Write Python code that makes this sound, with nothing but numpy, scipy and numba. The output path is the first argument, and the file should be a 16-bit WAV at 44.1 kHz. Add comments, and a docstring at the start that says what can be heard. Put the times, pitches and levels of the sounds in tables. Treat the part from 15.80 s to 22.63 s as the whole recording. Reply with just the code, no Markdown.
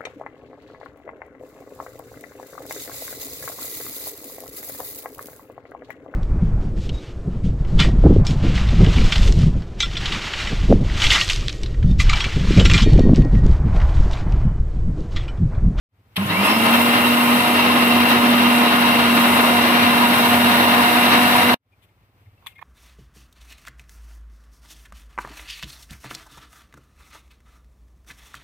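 """In a kitchen, a mixer grinder clicks on, spins up and whirs. Shaft unbalance, blades and commutator
sound harmonics of the rotation over mains hum; churning paste excites the resonances of the steel jar,
and turbulent cooling air hisses. The whir is cut off abruptly. The quiet room, heard briefly at the
start, fades in again with a far engine throbbing, and a spoon scrapes and taps a steel jar,
setting its modes ringing."""
import sys
import numpy as np
from scipy import signal
from scipy.fft import rfft, irfft, next_fast_len
from scipy.io import wavfile
from scipy.ndimage import uniform_filter1d
from numba import njit

SR = 44100
rng = np.random.default_rng(int(sys.argv[2]) if len(sys.argv) > 2 else 0)


def output_pcm(signal):
    """Save a mono or channel-first signal as 16-bit PCM at the path in sys.argv[1].

    Samples are clipped to [-1, 1] before scaling.
    """
    pcm = np.clip(np.atleast_2d(signal).T, -1, 1) * 32767
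    wavfile.write(sys.argv[1], SR, np.round(pcm).astype(np.int16))


N = 301203
T = np.arange(N) / SR
PAN = np.array([[.5], [-.5]])  # splits a pan, the left minus right level, between the channels

# Stereo field: (frequency [Hz], pan [dB]), (frequency [Hz], coherence [0-1]), (frequency [Hz], lag [rad])
BALANCE = [(60, 1), (200, -2.5), (700, 2.5), (1300, 1), (2400, 3.5), (4400, -1), (6000, 0), (8200, 11),
           (10500, 10), (12500, 4.5), (13500, 10.5), (15400, -6.5)]
COHERENCE = [(30, .3), (60, .9), (100, .94), (200, .97), (400, .91), (700, .87), (1400, .62), (2800, .52),
             (5000, .2), (15000, .02)]
LEFT_LAG = [(100, 0.11), (300, 0.21), (700, 0.52), (1400, 1.84), (2800, 7.57), (5000, 10.1)]
# Noise spectra: (frequency [Hz], relative spectral density [dB])
ROOM_SPECTRUM = [(30, -12), (60, 7), (100, 4.5), (180, -2), (290, -13), (450, -9.5), (1000, -9.5),
                 (2200, -13), (3800, -20.5), (7000, -32), (11000, -31), (15400, -22.5)]
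SWITCH_SPECTRUM = [(300, -18), (1200, -11), (2000, -5), (3100, 2), (4500, -12), (7000, -30), (12500, -13.5),
                   (15400, -38)]
CHURN_SPECTRUM = [(24, -79.5), (40, -49), (87, -23.5), (182, -15), (240, -9), (286, -10.5), (395, -14.5),
                  (708, -12.5), (1050, -14), (1610, -14), (2760, -15), (3430, -20.5), (3910, -23),
                  (6150, -33.5), (7000, -41), (9100, -95.5), (15400, -120)]
AIR_SPECTRUM = [(3200, -30), (5500, -11), (6700, -13.5), (8000, -10), (9600, -6), (10600, -1),
                (11100, -1.5), (11600, 1.5), (12100, -2), (12800, -3), (14500, -1), (15500, 1)]
SCRAPE_SPECTRUM = [(400, -20), (1000, -9), (2300, 4), (3500, 4), (5000, -16), (7500, -15), (12000, -9),
                   (15400, -7)]
# Quiet stretches: (start [s], fade-in [s], room level [dB], engine level [dB])
QUIET_STRETCHES = [(.09, 0.09, -59.5, -59), (5.79, 0.18, -62.5, -61)]
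# One crest of the engine's throb in each stretch: (time [s])
THROB_CRESTS = [0.14, 6.481]
# Cracks of the switch knob: (time [s], level [dB], decay time [s])
SWITCH_CRACKS = [(.358, -27, 0.012), (.365, -12.5, 0.0047), (0.37, -25, 0.0045)]
# Shaft speed under the changing load: (time [s], rotation rate [Hz])
LOADED_SPEED = [(1.2, 243), (1.45, 241.3), (1.93, 242), (2.05, 240.2), (3.03, 240.6), (3.16, 238.6),
                (3.3, 238.2), (3.8, 240.4), (4.98, 240), (5.2, 241.6), (5.48, 242.8), (5.74, 242.6)]
# Brief dips of the unbalance tone: (time [s], depth [dB], half width [s])
UNBALANCE_DIPS = [(.49, -1, .04), (0.535, 0, 0.018), (.665, 11, 0.039), (.745, 15, 0.014), (1.18, 5, .015),
                  (1.64, 8, 0.046), (1.89, 3, 0.062), (4.05, 1, .015), (5.15, 3, 0.05), (5.38, 4, 0.043),
                  (5.48, 4, 0.021)]
# Partials, multiples rounded in use: (shaft multiple, ripple multiple, relative level [dB], pan [dB])
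BEAT_PARTIALS = [(0.98, -0.84, -25, -1.2)]  # hum beating with the unbalance tone
BLADE_PARTIALS = [(2, 0, -2.5, 1.5), (2, 1, -4.5, -3), (3, 1, -6.5, -2.5), (6, 0, -5, 8.5), (8, 0, -9.5, 6),
                  (10, 0, -6, -2.5)]
SINGING_PARTIALS = [(3, 0, -35, -1), (4, 0, -43, -2)]  # blade tones that grow as the paste turns smooth
WHINE_PARTIALS = [(16, 0, -13, -7), (36, 0, -27, 11), (48, 0, -25, 16), (64, 0, -22, 0)]
SLOT_PARTIALS = [(12, 0, -27, 0), (24, 0, -34, 0)]
HUM_PARTIALS = [(0, 1.1, -41, -1.1), (0, 2.2, -37.5, -1)]
# Transmission through the motor shell: (frequency [Hz], gain [dB])
SHELL_RESPONSE = [(1000, -5), (1800, -10), (2150, 6), (2600, 5), (3300, 2), (3900, 8), (4300, -5),
                  (4750, -3), (5050, 5), (5300, 0), (5600, -10)]
# Jar and housing resonances and dips:
# (frequency [Hz], width [Hz], left gain [dB], right gain [dB], change with smooth paste [dB])
BODY_MODES = [(308.7, 50, 1.5, 5.5, -6), (413, 30, -4.5, 2.5, -2.5), (508, 41, -3.5, -7.5, 1),
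              (630, 15, 7.5, 1, -2), (700, 35, -8.5, 3.5, 6.5), (850, 35, 5, 1, -2.5),
              (905, 31, -5.5, -6.5, 0.5), (940, 23, 1.5, 4, 2), (963, 93, 0, 6.5, 3.5),
              (1039.6, 15, 7, 9, -2), (1061, 24, 12.5, 8, -6.5), (1236, 16, 3, 6, -3),
              (1269, 16, 6.5, 12, -15.5), (1394, 61, -7.5, 4, 0.5), (1457, 20, 7, -3.5, 5),
              (1730, 310, 2, 1.5, 4), (2040, 94, -1.5, -5.5, -2), (2345, 120, -3.5, -4, 2.5),
              (2472, 100, -3.5, -2, -0.5), (2627, 33, 7, 5, -7.5), (2753, 62, 5, 11, -8.5),
              (3150, 120, 3.5, 4, -5.5), (3490, 150, -3.5, -1, 3), (3570, 60, 5, 2, 1.5),
              (3837, 180, 4.5, 6.5, 3.5), (4260, 110, 3, 7.5, 1.5), (4610, 120, 1.5, 3.5, 1),
              (5830, 200, 6, 3.5, 5), (6150, 300, -15, -14, -2.5), (6240, 110, 6.5, 6, 0.5)]
# Jar wall under the paste: (frequency [Hz], nominal width [Hz], level [dB])
WALL_MODES = [(946.5, 76, -3), (1211, 120, -2), (2063, 110, -3), (2755, 110, 0), (3174, 150, -8.5),
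              (3832, 160, -10), (5160, 300, -20)]
# Chunks hitting the blades: (time [s], churn lift [dB], hiss lift [dB])
SPURTS = [(.51, 4.5, -1.5), (.66, 3, 6), (.71, 2.5, 2.5), (.88, 2, -0.5), (.95, 3, 3), (1.014, 2, 3),
          (1.27, 2, 1), (1.98, 1.5, 0), (2.3, 2, 3), (5.34, 1.5, 0.5)]
# Jar struck by the spoon: (frequency [Hz], level [dB], 60 dB decay time [s])
JAR_MODES = [(480, -4, .02), (760, -11, .025), (954, 6, 0.025), (1077, 4, 0.03), (1816, 1.5, .025),
             (2140, -2.5, 0.094), (2400, -1, .045), (2680, -13, 0.063), (3030, -6, .015), (3380, 12, 0.018),
             (3530, 4, .03), (4330, -13, .025), (5300, -12, .02), (7240, -17.5, .04), (12000, -20, .02)]
# Spoon contacts:
# (time [s], peak [dB], favoured frequency [Hz], spread [octaves], duration [s], pan [dB], scrape [dB])
SPOON_CONTACTS = [(5.915, -58, 2390, .1, 0.031, 6, -75), (6.014, -66, 2500, .4, 0.048, 3, -59),
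                  (6.08, -64, 2000, .3, .02, 6, -73), (6.45, -61, 2000, 0.21, 0.019, 9, -76),
                  (6.571, -61, 2700, .08, .012, 10, -78), (6.622, -52, 1000, .3, .008, -8, -66),
                  (6.636, -54, 1000, .3, .012, -8, -69), (6.645, -54, 2600, .18, .015, 10, -72),
                  (6.662, -39, 1000, 0.56, 0.003, -23, -46), (6.668, -31, 2300, .9, 0.003, 13.5, -35),
                  (6.692, -59, 2110, .12, .03, 2, -61), (6.716, -54, 2700, .1, .016, 9, -64),
                  (6.748, -45, 2170, .15, 0.022, 4, -66), (6.75, -59, 3400, .08, .025, 6, -72),
                  (6.778, -43, 2150, .18, .0094, 8, -65), (6.79, -39, 1800, 0.46, 0.0028, -10, -58),
                  (6.812, -40, 1400, 0.49, 0.01, -13, -58), (6.824, -29.5, 1060, 0.89, 0.0018, -12, -55)]

ON_S, CUT_S = .372, 5.744
FULL_SPEED_HZ, RIPPLE_HZ = 241, 99.2  # shaft rotation; torque ripple from the mains
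COARSE_S, SMOOTH_S = .95, 5.93  # the paste turns smooth between these times


def undb(db):
    """Amplitude ratio of a level in decibels."""
    return np.exp(np.asarray(db) * np.log(10) / 20)


def unit(x):
    """Normalisation to an rms of 1."""
    return x / np.sqrt(np.mean(x ** 2))


def read(table, hz):
    """Interpolation on a logarithmic frequency axis."""
    freqs, values = np.transpose(table)
    return np.interp(np.log(np.maximum(hz, 1)), np.log(freqs), values)


def bump(at_s, width_s):
    """Gaussian pulse of height 1."""
    return np.exp(-((T - at_s) / width_s) ** 2)


def resonance(hz, centre, width):
    """Lorentzian resonance curve of height 1."""
    return 1 / (1 + (2 * (hz - centre) / width) ** 2)


@njit
def bandpass(x, hz, width):
    """Second-order resonator in state-variable form, with gain 1 at the centre."""
    y, band, low = np.empty(len(x)), 0., 0.
    g, damping = np.tan(np.pi * hz / SR), width / hz
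    for i in range(len(x)):
        v = (band + g * (x[i] - low)) / (1 + g * (g + damping))
        band, low, y[i] = 2 * v - band, low + 2 * g * v, damping * v
    return y


def walk(rate):
    """Smooth random modulation: about `rate` values a second, with a spread near 1."""
    hold = int(400 / rate) + 1
    steps = np.repeat(rng.standard_normal(3000 // hold + 1), hold)
    slow = uniform_filter1d(uniform_filter1d(steps, hold), hold)
    return 1.3 * np.interp(T, np.arange(len(slow)) / 400, slow)


def colour(noises, spectrum, modes=()):
    """Partial coherence: three noises (shared, left, right) mix to a filtered stereo pair of rms 1."""
    size = next_fast_len(N)
    hz = np.arange(size // 2 + 1) * SR / size
    shared, left, right = rfft(noises, size)
    coherence = read(COHERENCE, hz)
    common, apart = np.sqrt(coherence) * shared, np.sqrt(1 - coherence)
    pair = np.array([common * np.exp(-1j * read(LEFT_LAG, hz)) + apart * left, common + apart * right])
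    db = read(spectrum, hz) + PAN * read(BALANCE, hz)
    for centre, width, *lift_db in modes:
        db = db + np.array(lift_db)[:, None] * resonance(hz, centre, width)
    return unit(irfft(pair * undb(db), size)[:, :N])


def restless(lowest_hz, count, swell_db, flicker_db, rate):
    """Amplitude modulation of three noises: octave bands swell together and flicker independently."""
    out, swell = 0, walk(6.6)
    for hz in lowest_hz * 2. ** np.arange(count):
        gain = undb(swell_db * swell + flicker_db * walk(rate))
        out = out + gain * np.array([bandpass(rng.standard_normal(N), hz, hz) for _ in range(3)])
    return out


def tones(turn, partials, waver_db, blur_rad, rate):
    """Combination tones of shaft angle and torque ripple, each wavering in level and phase."""
    out = 0
    for order, ripple, db, pan_db in partials:
        phase = round(order) * turn + round(ripple) * 2 * np.pi * RIPPLE_HZ * T + blur_rad * walk(rate)
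        lag = PAN * read(LEFT_LAG, order * FULL_SPEED_HZ + ripple * RIPPLE_HZ)
        out = out + np.sqrt(2) * undb(db + waver_db * walk(rate) + PAN * pan_db) * np.sin(phase - lag)
    return out


def far_engine(crest_s, firing_hz=16.25):
    """Amplitude modulation: each firing pulses the exhaust rasp and a low harmonic that swells once."""
    cycle = 2 * np.pi * firing_hz * (T - crest_s)
    harmonic = undb(13 * bump(THROB_CRESTS[-1], .067)) * np.sin(6 * cycle + .5 * walk(15))
    rasp = undb(-12) * unit(bandpass(rng.standard_normal(N), hz=270, width=100))
    return (1 + np.cos(cycle)) * (harmonic + rasp)


def kitchen():
    """Superposition: room noise and the far engine fade in before the mixer runs and again after it."""
    room = colour(rng.standard_normal((3, N)) * undb(1.4 * walk(13)), ROOM_SPECTRUM)
    out = 0
    for stretch, crest_s, db_per_s, end_s in zip(QUIET_STRETCHES, THROB_CRESTS, (54, 3.5), (ON_S, T[-1])):
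        start_s, fade_s, room_db, engine_db = stretch
        fade = undb(-29 * np.clip(1 - (T - start_s) / fade_s, 0, 1) ** 2) * (T >= start_s) * (T <= end_s)
        creep_db = db_per_s * np.clip(T - start_s - .16, -1, 1)
        out = out + fade * (undb(room_db + creep_db) * room + undb(engine_db) * far_engine(crest_s))
    return out


def switch():
    """Impulsive excitation: the plastic knob snaps over in quick, exponentially decaying cracks."""
    envelope = sum(undb(db) * np.clip((T - s) / .0025, 0, 1) * np.exp(-np.maximum(T - s, 0) / decay_s)
                   for s, db, decay_s in SWITCH_CRACKS)
    return envelope * colour(rng.standard_normal((3, N)), SWITCH_SPECTRUM)


def unbalance(turn, hz, shortfall, octaves, smooth):
    """Forced vibration: the unbalanced shaft shakes the housing, passing its resonance on the way up."""
    drive_db = -19 + 14.5 * octaves - 3 * smooth ** 2  # smooth paste eases the unbalance
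    housing_db = 8.5 * resonance(hz, centre=205, width=23)
    judder_db = 14 * shortfall * (walk(45) - 1) + .9 * walk(9)  # the slow shaft judders most
    dip_db = sum(db * bump(s, width_s) for s, db, width_s in UNBALANCE_DIPS)
    fundamental = tones(turn, [(1, 0, 0, -1.5)], waver_db=.7, blur_rad=.066, rate=12)
    beat = tones(turn, BEAT_PARTIALS, waver_db=1.9, blur_rad=.57, rate=22)
    return undb(drive_db + housing_db + judder_db - dip_db) * (fundamental + beat)


def blades(turn, octaves, smooth):
    """Periodic forcing: the blades sound shaft harmonics, two of which grow as the paste turns smooth."""
    whir = undb(-32 + 10 * octaves) * tones(turn, BLADE_PARTIALS, waver_db=3.1, blur_rad=.37, rate=25)
    singing_db = 14.5 * octaves + 6.5 * smooth + 2.5 * np.maximum(T - 4.36, 0)  # harder near the end
    return whir + undb(singing_db) * tones(turn, SINGING_PARTIALS, waver_db=3.25, blur_rad=.19, rate=28)


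def whine(turn, smooth):
    """Passing frequencies: fan vanes and commutator bars sound high multiples of the rotation."""
    return undb(-2 + 7 * smooth) * tones(turn, WHINE_PARTIALS, waver_db=4, blur_rad=3, rate=180)


def armature_slots(turn, hz, slip):
    """Magnetic forcing: slot tones pass through the shell, stronger as a slow rotor draws more current."""
    slots = sum(undb(read(SHELL_RESPONSE, row[0] * hz))
                * tones(turn, [row], waver_db=4, blur_rad=1.6, rate=150) for row in SLOT_PARTIALS)
    return undb(75 * np.minimum(slip, .25)) * slots


def mains_hum(turn, slip):
    """Magnetic hum: the field pulses at the ripple rate and its octave, hardest during the inrush."""
    return sum(undb(db_per_slip * np.clip(slip - threshold, 0, .4))
               * tones(turn, [row], waver_db=3.3, blur_rad=.78, rate=30)
               for row, db_per_slip, threshold in zip(HUM_PARTIALS, (24.5, 36), (.041, .29)))


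def churning(turn, smooth):
    """Source and filter: thrown paste excites jar resonances whose weights shift as lumps break down."""
    lumps = undb(1.15 * walk(120)) * (1 + .051 * np.cos(turn))  # blade strikes, swept once a turn
    noise = restless(50, count=8, swell_db=.2, flicker_db=.8, rate=20) * lumps
    coarse_modes = [row[:4] for row in BODY_MODES]
    fine_modes = [(hz, width, left + db, right + db) for hz, width, left, right, db in BODY_MODES]
    coarse, fine = colour(noise, CHURN_SPECTRUM, coarse_modes), colour(noise, CHURN_SPECTRUM, fine_modes)
    return (1 - smooth) * coarse + smooth * fine


def rattle(slip, hits_per_s=1100):
    """Poisson impacts: hard bits ring the modes of the jar wall, each from its own side."""
    chance, strength, place = rng.random((3, N))
    hits = (chance < hits_per_s / SR) * undb(np.minimum(-3 * np.log(1 - strength), 9))
    pings = [sum(undb(db) * bandpass(bandpass(hits * side, hz, 2 * width), hz, width) / np.sqrt(width)
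                 for hz, width, db in WALL_MODES)
             for side in (np.cos(np.pi / 2 * place), np.sin(np.pi / 2 * place))]
    # whole pieces rattle harder while the blades gather speed, but very slow blades throw little
    level_db = -7 + 22.5 * np.minimum(slip, .2) - 60 * np.maximum(slip - .22, 0)
    return undb(level_db) * unit(np.array(pings))


def cooling_air(turn, smooth):
    """Turbulent noise, modulated by ripple and rotation; it thickens by 1 dB as the load eases."""
    pulsing = 1 + .06 * np.cos(2 * np.pi * RIPPLE_HZ * T) + .04 * np.cos(turn)
    noise = restless(4000, count=3, swell_db=.6, flicker_db=1.1, rate=12)
    return undb(smooth ** 2) * colour(noise * pulsing, AIR_SPECTRUM)


def lid_buzz(at_s=.71, hz=5120, width=260):
    """Sympathetic vibration: the lid buzzes in a narrow noise band at one moment of the spin-up."""
    buzz = np.array([bandpass(bandpass(rng.standard_normal(N), hz, width), hz, width) for _ in PAN])
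    return undb(-37 + 2 * walk(60)) * bump(at_s, .1) * unit(buzz)


def mixer(quick_s=.11, slow_s=.25):
    """Exponential approach: the shaft spins up with two time constants; speed sets pitch and level."""
    elapsed = np.maximum(T - .35, .01)
    shortfall = .68 * np.exp(-elapsed / quick_s) + .32 * np.exp(-elapsed / slow_s)
    hz = np.interp(T, *np.transpose(LOADED_SPEED)) * (1 - shortfall)
    octaves = np.log2(1 - shortfall)  # relative to the loaded speed
    slip = np.clip(1 - hz / FULL_SPEED_HZ, 0, 1)
    turn = 2 * np.pi * np.cumsum(hz + .4 * walk(14)) / SR  # shaft angle [rad]
    smooth = np.clip((T - COARSE_S) / (SMOOTH_S - COARSE_S), 0, 1) ** .99
    churn_db = np.maximum(-16.5 + 15 * octaves, -27) + sum(db * bump(s, .023) for s, db, _ in SPURTS)
    hiss_db = np.maximum(-26 + 10.5 * octaves, -37.5) + sum(db * bump(s, .023) for s, _, db in SPURTS)
    shaft = unbalance(turn, hz, shortfall, octaves, smooth) + blades(turn, octaves, smooth)
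    motor = undb(hiss_db) * whine(turn, smooth) + undb(churn_db) * armature_slots(turn, hz, slip)
    hum = mains_hum(turn, slip)
    paste = undb(churn_db + 1.9 * smooth ** 2) * (churning(turn, smooth) + rattle(slip))
    air = undb(hiss_db) * cooling_air(turn, smooth)
    onset = np.clip((T - ON_S) / .0077, 0, 1)
    cut = np.where(T < CUT_S, 1, undb(-19 - 1420 * np.maximum(T - CUT_S, 0)))  # a short, faint tail
    return (shaft + motor + hum + paste + air + lid_buzz()) * onset * cut


def spoon(build_s=.0012):
    """Modal response: each rough push rings the jar modes near a favoured pitch and adds a scrape."""
    taps, scrape = np.zeros((2, 2, N))
    t = np.arange(SR // 4) / SR
    onset = 1 - np.exp(-(t / build_s) ** 2)  # soft contact lets the ring build up
    for at_s, peak_db, favoured_hz, spread, contact_s, pan_db, scrape_db in SPOON_CONTACTS:
        ring = sum(undb(db - 5.2 * (np.log2(hz / favoured_hz) / spread) ** 2 - 60 * t / t60)
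                   * np.sin(2 * np.pi * hz * t) for hz, db, t60 in JAR_MODES)
        pressure = np.sin(np.pi * np.clip(t / contact_s, 0, 1))
        push = rng.standard_normal(SR // 20) * pressure[:SR // 20]
        hit = signal.fftconvolve(ring * onset, push)
        hit /= np.abs(hit).max()
        i = int(at_s * SR)
        taps[:, i:i + len(hit)] += undb(peak_db + PAN * pan_db) * hit[:N - i]
        room_tail = .51 * np.minimum(t / contact_s, 1) * np.exp(-t / .013)
        scrape[:, i:i + len(t)] += undb(scrape_db + PAN * pan_db) * (pressure + room_tail)[:N - i]
    return taps + scrape * colour(rng.standard_normal((3, N)), SCRAPE_SPECTRUM)


def scene():
    """Linear superposition of kitchen, switch, mixer and spoon."""
    return kitchen() + switch() + mixer() + spoon()


def record(dry, top_hz=15480):
    """Soft saturation rounds the loudest peaks, and a steep low-pass limits the bandwidth."""
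    lowpass = signal.ellip(12, .3, 80, top_hz, fs=SR, output="sos")
    return signal.sosfilt(lowpass, np.tanh(.9 * dry) / .9)


dry = scene()
out = record(dry)
output_pcm(out)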